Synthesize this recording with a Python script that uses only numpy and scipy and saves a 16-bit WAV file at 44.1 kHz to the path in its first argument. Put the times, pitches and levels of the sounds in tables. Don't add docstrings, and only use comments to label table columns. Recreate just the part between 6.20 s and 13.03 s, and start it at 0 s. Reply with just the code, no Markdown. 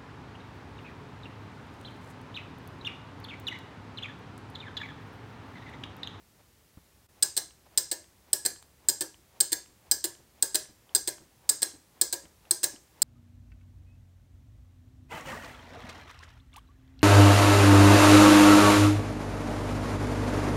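import sys
import numpy as np
from scipy import signal
from scipy.fft import rfft, irfft, next_fast_len
from scipy.io import wavfile

SR = 44100
rng = np.random.default_rng(int(sys.argv[2]) if len(sys.argv) > 2 else 0)


def to_wav(sig):
    pcm = np.clip(np.atleast_2d(sig), -1, 1) * 32767
    pcm = np.round(pcm).astype(np.int16)
    wavfile.write(sys.argv[1], SR, pcm.T)


N = 301203
T = np.arange(SR // 4) / SR


def amp(db):
    return 10 ** (np.asarray(db) / 20)


def unit(x):
    return x / np.sqrt(np.mean(x ** 2) + 1e-20)


def along(points, hz):
    freqs, values = np.transpose(points)
    return np.interp(np.log(hz + 1), np.log(freqs + 1), values)


def add(track, start, sound):
    part = track[max(round(start * SR), 0):][:len(sound)]
    part += sound[:len(part)]


def noise(colour, size):
    hz = np.fft.rfftfreq(size, 1 / SR)
    white = rfft(rng.standard_normal(size))
    return unit(irfft(white * amp(along(colour, hz)), size))


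def fade(attack, t60):
    return (1 - np.exp(-T / attack)) * amp(-60 * T / t60)


# frequency in Hz, relative level in dB.
ROOM_TONE = [(15, -57.5), (25, -31), (61, 0.5), (113, -6), (156, -8.5), (260, -12.5), (445, -15),
             (741, -18.5), (826, -17), (997, -19), (1620, -22), (1750, -20), (2630, -23.5), (5430, -24),
             (15500, -26.5)]
def room_tone(level_db, dip_at_s, dip_width_s, dip_db):
    dip = np.exp(-((np.arange(N) / SR - dip_at_s) / dip_width_s) ** 4)
    return amp(level_db + dip_db * dip) * noise(ROOM_TONE, N)


# centre in seconds, level in dB, swell time in seconds.
FINGER_SHIFTS = [(0.206, -60.5, 0.015), (1.467, -57, 0.0091)]
# frequency in Hz, relative level in dB.
RUB_SPECTRUM = [(100, -15), (350, 0.5), (600, 1.5), (950, 1.5), (1400, -8.5), (2200, -8), (4500, -16),
                (12000, -33)]
def finger_rubs(lead_s, press_db, press_swell_s):
    track = np.zeros(N)
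    bearing_down = [(start - lead_s, press_db, press_swell_s) for start, _ in BUTTON_PRESSES]
    for centre, db, swell_s in FINGER_SHIFTS + bearing_down:
        swell = np.exp(-abs(T - T.mean()) / swell_s)
        add(track, centre - T.mean(), amp(db) * noise(RUB_SPECTRUM, len(T)) * swell)
    return track


# start in seconds, level in dB, edge against body in dB.
STRAY_TICKS = [(0.5718, -59, -6), (2.426, -51, 13.5), (4.693, -48, -19), (6.253, -49.5, -20)]
# frequency in Hz, relative level in dB.
TICK_SPECTRUM = [(200, -15), (1200, 6), (1700, -4), (2400, -1), (3200, 9), (4300, -14), (10000, -24),
                 (15000, -22)]
EDGE_SPECTRUM = [(200, -13), (2000, 4), (5000, 5), (10000, -2), (15000, -11)]
def ticks(stop_db, stop_edge_db):
    track = np.zeros(N)
    stops = [(start + travel, stop_db, stop_edge_db) for start, _, travel in BUTTON_RELEASES]
    for start, db, edge_db in STRAY_TICKS + stops:
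        body = noise(TICK_SPECTRUM, len(T)) * fade(0.00012, 0.014)
        edge = noise(EDGE_SPECTRUM, len(T)) * fade(0.0001, 0.0047)
        add(track, start, amp(db) * (body + amp(edge_db) * edge))
    return track


# start in seconds, level in dB.
BENCH_BUMPS = [(0.573, -44.5)]
# frequency in Hz, relative level in dB.
BUMP_SPECTRUM = [(30, -17), (70, 8), (120, -5), (200, -6), (300, -3), (500, -16), (1200, -15), (3000, -41),
                 (10000, -42)]
def bench_bump():
    track = np.zeros(N)
    for start, db in BENCH_BUMPS:
        add(track, start, amp(db) * noise(BUMP_SPECTRUM, len(T)) * fade(0.0014, 0.048))
    return track


PULL_IN, DROP_OUT = 0, 1
# start in seconds, strength in dB.
BUTTON_PRESSES = [(1.025, -2), (1.5752, -0.5), (2.131, 0), (2.6857, 1), (3.2039, -1.5), (3.7124, 0),
                  (4.2248, .5), (4.7494, 1), (5.2917, -1), (5.813, 0), (6.3094, 0), (6.8194, 1)]
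# start in seconds, strength in dB, travel back to its stop in seconds.
BUTTON_RELEASES = [(1.166, -1, .141), (1.7142, -.5, .128), (2.251, 0, 0.11), (2.8085, -0.5, .135),
                   (3.3191, -1.5, 0.14), (3.8412, 0, 0.11), (4.3452, 0.5, 0.11), (4.8749, 0.5, .108),
                   (5.4196, -0.5, 0.094), (5.9265, 0, .128), (6.4315, .5, 0.13)]
# delay in seconds, crack strength in dB, steel ring strength in dB.
PULL_INS = [
    [(0, -17, -17), (.0033, -14.5, -11.5), (.0069, -18, -17)],
    [(0, -17.5, -13), (.0037, -15.5, -23.5), (.0074, -19, -24)],
    [(0, -17.5, -12.5), (.0037, -18, -25)],
    [(0, -18, -14), (.0039, -19.5, -26), (.0074, -20.5, -25.5), (.0132, -21.5, -23.5)],
]
DROP_OUTS = [
    [(0, -30, -25.5), (.0018, -27, -31.5), (.0058, -26, -31), (.01, -18.5, -17)],
    [(0, -26, -24.5), (.0025, -30.5, -28), (.0062, -26, -30), (.0131, -30.5, -29.5)],
]
def relays():
    track = np.zeros(N)
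    for step, (start, db) in enumerate(BUTTON_PRESSES):
        contacts = PULL_INS[step % len(PULL_INS)]
        add(track, start, amp(db) * burst(PULL_IN, contacts, crack_t60=0.013))
    for step, (start, db, _) in enumerate(BUTTON_RELEASES):
        contacts = DROP_OUTS[step % len(DROP_OUTS)]
        add(track, start, amp(db) * burst(DROP_OUT, contacts, crack_t60=0.019))
    return track


# frequency in Hz, relative level in dB on pull-in, then on drop-out.
CASE_SPECTRUM = [(100, -28, -27.5), (401, -16.5, -7.5), (1210, -24.5, -18.5), (2580, -23.5, -9),
                 (3150, -2, -3.5), (4210, 5.5, 5), (6020, 1, 0.5), (7600, 8.5, 5.5), (9260, -0.5, -1.5),
                 (10820, 2.5, 1), (12950, 2, -2), (14920, 2, -3.5)]
def case_crack(stroke, t60):
    colour = np.array(CASE_SPECTRUM)[:, [0, 1 + stroke]]
    snap = amp(-3) * fade(0.00005, 0.0026)
    return noise(colour, len(T)) * (snap + fade(0.0001, t60))


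def ring(modes, stroke, attack, detune, scatter_db):
    hz, t60, *stroke_db = np.transpose(modes)[:, :, None]
    pitch, strength = rng.standard_normal((2, len(modes), 1))
    tuned_hz = hz * (1 + detune * pitch)
    phase = 2 * np.pi * (tuned_hz * T + rng.random((len(modes), 1)))
    gain = amp(stroke_db[stroke] + scatter_db * strength)
    return np.sum(gain * fade(attack, t60) * np.sin(phase), axis=0)


# frequency in Hz, t60 in seconds, relative level in dB on pull-in, then on drop-out.
FRAME_MODES = [(1668, 0.044, -24.5, -17.5), (2093, .03, -28.5, -19.5), (4130, 0.021, -9.5, -4.5),
               (4523, .016, -16.5, -14.5), (4693, 0.028, -11, -11.5), (5015, 0.024, -4, -8),
               (11270, .014, -18.5, -12.5), (15330, .008, -1.5, 0.5)]
ARMATURE_MODES = [(7514, 0.017, -8.5, -12), (7530, .012, -17, -14), (8137, 0.022, -2.5, -5),
                  (8418, 0.017, -1.5, -4), (9200, .016, -18, -17)]
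def contact(stroke, crack_db, ring_db, crack_t60):
    case = amp(crack_db) * case_crack(stroke, crack_t60)
    frame = amp(crack_db) * ring(FRAME_MODES, stroke, attack=0.0003, detune=0.0071, scatter_db=1.9)
    steel = unit(ring(ARMATURE_MODES, stroke, attack=0.0005, detune=0.0045, scatter_db=3))
    metal = frame + amp(ring_db - 19.5) * steel
    return case + metal, case + amp(-2.5) * metal


# frequency in Hz, t60 in seconds, relative level in dB on pull-in, then on drop-out.
BOARD_MODES = [(135, 0.1, -14, -16), (325.6, 0.062, -1.5, 1.5), (377.3, 0.062, 0, 0),
               (457, 0.054, -5, -7.5), (532, 0.072, -8.5, -4.5), (619, 0.12, -13, -11.5),
               (721, 0.044, -10, -4.5), (821, 0.045, -5, -10), (963, .05, -6, -5.5),
               (1069, 0.043, -11, -10), (1358, 0.034, -8.5, -23), (1610, 0.044, 4, 0.5),
               (1781, 0.055, -5.5, -1.5)]
def burst(stroke, contacts, crack_t60):
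    knock = amp(-34) * ring(BOARD_MODES, stroke, attack=0.0063, detune=0.022, scatter_db=1.2)
    blows = [(delay, *contact(stroke, crack_db, ring_db, crack_t60))
             for delay, crack_db, ring_db in contacts]
    blows.append((0.0014, knock, amp(-4) * knock))
    sound = np.zeros(SR)
    for delay, direct, into_room in blows:
        add(sound, delay, direct)
        add(sound, delay, room(into_room, build_up_s=0.002, early_db=-8, early_t60=0.038))
    return sound


# frequency in Hz, t60 in seconds.
TAIL_T60 = [(150, 0.43), (400, 0.21), (1500, 0.29), (4500, 0.33), (8000, 0.33), (15000, 0.15)]
# frequency in Hz, gain in dB.
TAIL_GAIN = [(100, -1), (400, 4.5), (1000, 5.5), (1700, 1), (2600, -5.5), (4000, -9.5), (5000, -6),
             (6200, 0), (8200, -11), (10000, -6.5), (15000, -6)]
def room(sound, build_up_s, early_db, early_t60):
    hz, t, bands = signal.stft(rng.standard_normal(SR // 2), SR, nperseg=256)
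    decay = amp(-60 * t / along(TAIL_T60, hz)[:, None])
    energy = np.sum(decay ** 2, axis=1, keepdims=True) * t[1] * SR
    decay *= amp(along(TAIL_GAIN, hz))[:, None] / np.sqrt(energy)
    response = signal.istft(bands * decay, SR, nperseg=256)[1]
    response *= 1 - np.exp(-np.arange(len(response)) / SR / build_up_s)
    early = rng.standard_normal(len(T)) * fade(0.00067, early_t60)
    add(response, 0, amp(early_db) * early / np.linalg.norm(early))
    return signal.fftconvolve(sound, response)


# frequency in Hz, relative level in dB.
THUD_SPECTRUM = [(100, -14), (220, -13), (320, -7.5), (450, -17.5), (1000, -24.5), (2500, -33), (8000, -54)]
def release_thuds(first_lag_s, last_lag_s, first_db, last_db):
    track = np.zeros(N)
    lags = np.linspace(first_lag_s, last_lag_s, len(BUTTON_RELEASES))
    levels = np.linspace(first_db, last_db, len(BUTTON_RELEASES))
    for (start, *_), lag, db in zip(BUTTON_RELEASES, lags, levels):
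        add(track, start + lag, amp(db) * noise(THUD_SPECTRUM, len(T)) * fade(0.0035, 0.25))
    return track


def scene():
    mix = room_tone(level_db=-62.5, dip_at_s=0.878, dip_width_s=0.01, dip_db=-17)
    mix += relays()
    mix += ticks(stop_db=-49.5, stop_edge_db=-9)
    mix += finger_rubs(lead_s=0.036, press_db=-61.5, press_swell_s=0.037)
    mix += release_thuds(first_lag_s=0.205, last_lag_s=0.092, first_db=-66, last_db=-49.5)
    mix += bench_bump()
    return mix[None]


def record(dry):
    ceiling, top_hz = 0.75, 15780
    rounded = dry / (1 + (dry / ceiling) ** 4) ** (1 / 4)
    size = next_fast_len(N + SR // 4)
    hz = np.fft.rfftfreq(size, 1 / SR)
    lowpass = 1 / np.sqrt(1 + (hz / top_hz) ** 240)
    return irfft(rfft(rounded, size) * lowpass, size)[:, :N]


dry = scene()
out = record(dry)
to_wav(out)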